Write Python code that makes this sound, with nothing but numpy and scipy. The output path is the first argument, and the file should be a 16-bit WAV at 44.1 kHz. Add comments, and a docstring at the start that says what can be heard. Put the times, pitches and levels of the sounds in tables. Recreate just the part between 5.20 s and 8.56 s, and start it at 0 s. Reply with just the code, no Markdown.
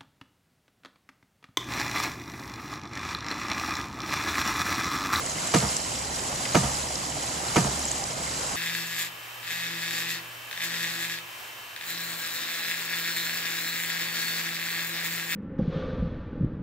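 """Hydraulic ram pump beside a stream

A ram pump knocks about once a second on a concrete slab, heard from just above.
Waste water gushes until the valve slams: decaying modes sound the iron and base, a falling chirp the pipe.
Thrown water spatters on a board and the slab, made of shaped noise, random impacts and tiny bubbles.
Rising bubble tones give the steady burble of running water; single fat drops smack or plop."""
import sys
import numpy as np
from scipy import signal
from scipy.fft import rfft, irfft
from scipy.io import wavfile

SR = 44100
rng = np.random.default_rng(int(sys.argv[2]) if len(sys.argv) > 2 else 0)


def to_wav(s):
    """Save 16-bit WAV."""
    ch = np.atleast_2d(s).T  # columns
    pcm = np.round(np.clip(ch, -1, 1) * 32767)  # PCM
    wavfile.write(sys.argv[1], SR, pcm.astype(np.int16))


N = 148176
T = np.arange(N) / SR  # s
HZ = np.maximum(np.fft.rfftfreq(2 * N, 1 / SR), 1)  # bins of the zero-padded spectrum

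# Running water, mid and side alike. Each row: frequency in Hz, density in dB per Hz.
STREAM_SPECTRUM = [(20, -83), (45, -69.5), (70, -78.5), (95, -67.5), (135, -62), (200, -67.5), (430, -76.5),
                   (600, -73), (780, -72.5), (1100, -77), (1500, -84.5), (2100, -79), (2500, -87),
                   (3100, -80), (3700, -96), (8000, -100)]
# Thrown water as spray, before its cycle. Each row: frequency in Hz, density in dB per Hz.
SPRAY_SPECTRUM = [(800, -85), (2000, -77), (3000, -76.5), (3650, -78), (4100, -74), (4450, -77.5),
                  (4800, -73), (5300, -74.5), (6300, -72.5), (7250, -70), (8000, -73.5), (8600, -81),
                  (9200, -125), (9900, -83.5), (11300, -86.5), (13000, -93.5), (13900, -93.5), (15000, -99)]
# Thrown water landing, before its swell. Each row: frequency in Hz, density in dB per Hz.
SPLASH_SPECTRUM = [(40, -71), (130, -61), (300, -66.5), (800, -68), (1500, -72), (3000, -91.5), (6000, -78),
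                   (12000, -105)]
# Water leaving the waste valve, before its swell. Each row: frequency in Hz, density in dB per Hz.
GUSH_SPECTRUM = [(60, -87), (200, -80), (700, -77), (1200, -71.5), (2200, -78), (5000, -83), (12000, -100)]
# Spray through one cycle. Each row: time from closure in seconds, gain in dB.
SPRAY_CYCLE = [(-.4, -0.8), (-.2, -0.6), (-.01, 0.1), (.03, 6.5), (.08, 1.5), (.16, 2.5), (.3, 0),
               (.45, -1), (.6, -2.4)]
# Single loud drops on slab and puddles.
# Each row: start in seconds, level in dB, pitch in Hz, resonance width in Hz, swell time in seconds.
LOUD_DROPS = [(.0613, -29, 7100, 2500, .0012), (.0957, -27, 6460, 900, .0016),
              (.2723, -26, 7400, 3000, .0015), (.5652, -22, 6800, 6000, .0013),
              (1.252, -30, 2200, 2500, .003), (1.7554, -25, 4900, 3000, .0012),
              (2.6519, -28, 7600, 1200, .0015), (2.6823, -26, 6800, 900, .0016),
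              (2.7142, -22.5, 7200, 2500, .0012), (2.8384, -27, 5500, 2200, .0013),
              (3.066, -38, 2080, 220, .007)]
# Valve closures. Each row: start in seconds, level in dB.
STROKES = [(0.338, 0), (1.3458, 0), (2.3581, 0)]
# Contacts within one closure. Each row: lag in seconds, level in dB.
CONTACTS = [(0.001, -6), (0.0035, -7), (0.0072, 0), (0.0118, -11), (0.0165, -12), (0.0208, -10),
            (0.0265, -11), (0.088, -15), (0.099, -16.5), (0.112, -19)]
# Modes of the iron body. Each row: frequency in Hz, relative level in dB, T60 in seconds.
IRON_MODES = [(463, -5.5, 0.08), (713, -0.5, 0.064), (736, -4.5, .035), (937, -0.5, 0.098),
              (1100, -19, 0.089), (1220, -0.5, 0.063), (1306, -5, 0.042), (1780, -10, 0.065),
              (1916, -14.5, 0.059), (2110, -17, 0.038), (2415, -12.5, 0.038), (2925, -7, .03),
              (3207, -29, 0.041), (4680, -17, 0.11)]
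# Crack of each contact. Each row: frequency in Hz, relative gain in dB.
CRACK_SPECTRUM = [(150, -32), (330, -4), (650, 0.5), (1200, -5), (2200, -7), (3600, -16), (7000, -14),
                  (9200, -33), (10500, -21), (14000, -39)]
# Modes of the base and air vessel. Each row: frequency in Hz, level in dB, T60 in seconds.
BASE_MODES = [(120, -32.5, .35), (141.7, -20.7, .33), (182.5, -26.3, .33), (204.7, -21, .18),
              (255, -24, .05)]
# Modes of the recoiling water column as the valve reopens.
# Each row: frequency in Hz, level in dB, T60 in seconds.
RECOIL_MODES = [(67, -25.5, .27), (137, -24, .22), (200.5, -25, .17)]
# Bending wave of the drive pipe. Each row: frequency in Hz, relative gain in dB.
PIPE_SPECTRUM = [(45, -35), (70, 5), (95, -18), (125, 3.3), (160, 2.6), (230, 0), (320, -.5), (520, -22),
                 (900, -40), (3000, -100)]
# Gain of the stereo side signal. 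Each row: frequency in Hz, gain in dB.
SIDE_GAIN = [(60, -12), (150, -14.5), (300, -12.5), (650, -6), (1000, -2.5), (1500, 4.5), (2100, -7.5),
             (2750, -6), (3200, -8.5), (3700, -5.5), (4800, -2), (6800, -7), (7300, 1), (8000, 1),
             (9200, 29), (9900, 7.5), (11000, -1), (12000, -34), (13200, -25), (14000, 0), (15000, 19)]
# Stereo lean. Each row: frequency in Hz, left gain minus right gain in dB.
BALANCE = [(100, -0.2), (300, -4), (650, -7), (1300, 1.9), (2800, -2.5), (6000, -1)]

HUM_HZ, HUM_DB = 68.9, -48.5
HUM_WIDTH_HZ = 8.6  # of each of two equal resonances in series
# Shares are fractions of power; spreads scale exponential random draws.
BUBBLE_CYCLES, BUBBLE_SHARE, BUBBLE_SPREAD_DB = 33, 0.29, 2.5
DROPS_PER_S, DROP_SHARE, DROP_SPREAD_DB, DROP_T60_S = 2500, 0.34, 2, 0.0037
FIZZ_HZ, FIZZ_OCTAVES, FIZZ_T60_S, FIZZ_DB = 6510, 0.9, 0.019, -12.5  # octaves either way
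CLUMPS_PER_S, CLUMP_DB = 26, 0.76
SPLASH_PEAK_S, GUSH_RISE_S, GUSH_DB = 0.067, 0.32, -4

PIPE_DB, PIPE_LAG_S, PIPE_SLOPE = 30.3, 0.0258, 1.108
PIPE_REF_HZ, PIPE_LOW_HZ = 250, 39.3  # lag is PIPE_LAG_S at the first, constant below the second
THUMP_LAG_S, RECOIL_LAG_S, RADIATE_HZ = 0.010, 0.0961, 58
IRON_DB, IRON_LOW_HZ, IRON_TOP_HZ = -17.5, 362, 5350
CRACK_DB, CRACK_T60_S, RATTLE_SHARE = -14, 0.027, 0.4
CONTACT_SCATTER_DB = 0.6
KNOCK_SIDE_LAG_S, KNOCK_SIDE_DB = 0.00107, -5.5
LOW_CUT_HZ, TOP_HZ = 34, 14700


def undb(db):
    """Amplitude ratio from dB."""
    return 10 ** (np.asarray(db) / 20)


def unit(x):
    """Scale to unit RMS."""
    return x / np.sqrt(np.mean(x ** 2))


def noise():
    """White noise of unit power."""
    return rng.standard_normal(N)


def gains(points):
    """Gain at every bin, interpolated in dB over log frequency."""
    hz, db = np.array(points, float).T
    return undb(np.interp(np.log(HZ), np.log(hz), db))


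def shape(x, response):
    """Filter by a frequency response."""
    return irfft(rfft(x, 2 * N) * response)[..., :N]


def band(hz, width_hz):
    """Response of one resonance."""
    return 1 / (1 + 1j * (HZ - hz * hz / HZ) / width_hz)


def high_pass(x, hz):
    """Second-order low cut."""
    sos = signal.butter(2, hz, "high", fs=SR, output="sos")
    return signal.sosfilt(sos, x)


def delay(x, lag_s):
    """The same sound, later."""
    return np.interp(T - lag_s, T, x, left=0)


def fade(t60_s):
    """Exponential decay, 60 dB in t60_s."""
    return np.exp(-np.minimum(np.log(1000) * T / t60_s, 60))


def ring(modes):
    """Free ringing of a struck object: a sum of decaying sines."""
    return sum(undb(db) * np.sin(2 * np.pi * hz * T) * fade(t60_s) for hz, db, t60_s in modes)


def blend(grains, share):
    """Distinct grains over the noise wash of countless smaller ones."""
    share = np.clip(share, 0, 1)
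    return np.sqrt(share) * unit(grains) + np.sqrt(1 - share) * noise()


def mid_side(place):
    """Mid and side weights of a grain, from a random place 0..1."""
    return [np.cos(2 * np.pi * place), np.sin(2 * np.pi * place)]


def water(grains, spectrum):
    """Give water grains a spectrum in dB per Hz."""
    return shape(grains, gains(spectrum)) * np.sqrt(SR / 2)


def burble(count=6000):
    """Bubbles that ring briefly and rise in pitch, in mid and side."""
    out = np.zeros((2, N))
    for when, pitch, size, place in rng.random((count, 4)):
        hz = 250 * 14 ** pitch
        life_s = BUBBLE_CYCLES / hz
        start = int(when * N)
        t = T[:min(int(life_s * SR), N - start)]
        tone = np.sin(2 * np.pi * hz * t * (1 + 0.088 * t / life_s))
        wave = tone * np.exp(-np.log(1000) * t / life_s)
        strength = hz * undb(-BUBBLE_SPREAD_DB * np.log(max(size, 0.01)))
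        out[:, start:start + len(t)] += strength * np.outer(mid_side(place), wave)
    return np.array([blend(row, BUBBLE_SHARE) for row in out])


def stream():
    """Steady burbling, with the low hum of the pipe as resonant noise in mid."""
    hum = undb(HUM_DB) * unit(shape(noise(), band(HUM_HZ, HUM_WIDTH_HZ) ** 2))
    return water(burble(), STREAM_SPECTRUM) + np.outer([1, 0], hum)


def impacts(rate_per_s, spread_db):
    """Random impacts of either sign, many small and few large."""
    size = undb(spread_db * np.minimum(rng.exponential(size=N), 6))
    return (rng.random(N) < rate_per_s / SR) * size * rng.choice([-1, 1], N)


def patter():
    """Drops bursting on wet stone: shared hits, separate bursts in mid and side."""
    hits = impacts(DROPS_PER_S, DROP_SPREAD_DB)
    out = []
    for _ in range(2):
        burst = rfft(noise() * fade(DROP_T60_S), 2 * N)
        flat_burst = burst / np.abs(burst)  # keep only the phase
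        out.append(blend(shape(hits, flat_burst), DROP_SHARE))
    return np.array(out)


def fizz(count=1400):
    """Tiny bubbles ping in the wet film as short decaying sines."""
    out = np.zeros((2, N))
    for when, pitch, size, place in rng.random((count, 4)):
        start = int(when * N)
        t = T[:min(int(FIZZ_T60_S * SR), N - start)]
        hz = FIZZ_HZ * 2 ** (FIZZ_OCTAVES * (2 * pitch - 1))
        strength = -np.log(max(size, 0.03))
        wave = strength * np.sin(2 * np.pi * hz * t) * np.exp(-np.log(1000) * t / FIZZ_T60_S)
        out[:, start:start + len(t)] += np.outer(mid_side(place), wave)
    return undb(FIZZ_DB) * unit(out)


def clumps():
    """Thrown water lands in uneven clumps: a random gain."""
    steps = rng.standard_normal(1000)
    return undb(CLUMP_DB * np.interp(T * CLUMPS_PER_S, np.arange(len(steps)), steps))


def waste_water():
    """The gush swells until the valve shuts; the thrown water lands and thins out to spray."""
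    starts = np.array(STROKES)[:, 0]
    period = np.mean(np.diff(starts))
    age = (T - starts[0]) % period  # s since closure
    when, db = np.array(SPRAY_CYCLE).T
    spray_gain = undb(np.interp(age, when, db, period=period)) * clumps()
    spray = spray_gain * water(patter() + fizz(), SPRAY_SPECTRUM)
    splash_gain = age / SPLASH_PEAK_S * np.exp(1 - age / SPLASH_PEAK_S) * clumps()
    splash = splash_gain * water(patter(), SPLASH_SPECTRUM)
    gush_gain = undb(GUSH_DB) * np.exp((age - period) / GUSH_RISE_S)
    gush = gush_gain * water(burble(), GUSH_SPECTRUM)
    return spray + splash + gush


def drops():
    """Fat drops smack on the slab or plop into puddles: resonant noise that swells and dies."""
    out = np.zeros((2, N))
    for start, db, hz, width_hz, swell_s in LOUD_DROPS:
        age = np.maximum(T - start, 0) / swell_s
        response = band(hz, width_hz) ** 2 * gains(SPRAY_SPECTRUM)
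        splat = unit(shape(rng.standard_normal((2, N)), response))
        out += undb(db) * age * np.exp(1 - np.minimum(age, 50)) * splat
    return out


def pipe_wave():
    """Low notes travel slowest, so the shock spreads along the pipe into a falling chirp."""
    lag = PIPE_LAG_S * (PIPE_REF_HZ / np.maximum(HZ, PIPE_LOW_HZ)) ** PIPE_SLOPE
    phase = 2 * np.pi * np.cumsum(lag) * SR / (2 * N)  # integral of lag over frequency
    return undb(PIPE_DB) * irfft(gains(PIPE_SPECTRUM) * np.exp(-1j * phase))[:N]


def body_boom():
    """Pipe chirp, base thump and water recoil; a small body radiates little deep bass."""
    thump = delay(ring(BASE_MODES), THUMP_LAG_S)
    recoil = delay(ring(RECOIL_MODES), RECOIL_LAG_S)
    return shape(pipe_wave() + thump + recoil, 1 / (1 + (RADIATE_HZ / HZ) ** 2))


def iron_rings():
    """Band-limited ringing of the iron body, one row per valve contact."""
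    radiated = signal.butter(2, [IRON_LOW_HZ, IRON_TOP_HZ], "band", fs=SR, output="sos")
    iron = undb(IRON_DB) * signal.sosfilt(radiated, ring(IRON_MODES))
    return np.array([undb(db) * delay(iron, lag_s) for lag_s, db in CONTACTS])


def chatter_envelope():
    """Noise level of the chattering valve: the decays of all contacts, summed in power."""
    crack = fade(CRACK_T60_S)
    power = sum((undb(db) * delay(crack, lag_s)) ** 2 for lag_s, db in CONTACTS)
    return undb(CRACK_DB) * np.sqrt(power)


def knocks():
    """The valve chatters shut, rings the iron and shakes base and pipe, nearly alike every time."""
    boom, rings, chatter = body_boom(), iron_rings(), chatter_envelope()
    rattle = noise()  # the valve seat grates alike on every stroke
    mid, side = 0, 0
    for start, db in STROKES:
        grit = unit(shape(blend(rattle, RATTLE_SHARE), gains(CRACK_SPECTRUM)))
        contact_gains = undb(CONTACT_SCATTER_DB * rng.standard_normal(len(rings)))
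        clank = contact_gains @ rings + chatter * grit
        mid = mid + undb(db) * delay(boom + clank, start)
        side = side + undb(db + KNOCK_SIDE_DB) * delay(clank, start + KNOCK_SIDE_LAG_S)
    return np.array([mid, side])


def scene():
    """Sum the sources in mid and side, then turn them into left and right."""
    mid, side = stream() + waste_water() + drops() + knocks()
    side = shape(side, gains(SIDE_GAIN))
    lean = np.sqrt(gains(BALANCE))  # half the difference to each channel
    return np.array([shape(mid + side, lean), shape(mid - side, 1 / lean)])


def record(dry):
    """Cut the rumble gently and the top steeply."""
    top_cut = signal.ellip(10, 0.2, 80, TOP_HZ, fs=SR, output="sos")  # ripple and stopband in dB
    return signal.sosfilt(top_cut, high_pass(dry, LOW_CUT_HZ))


dry = scene()
out = record(dry)
to_wav(out)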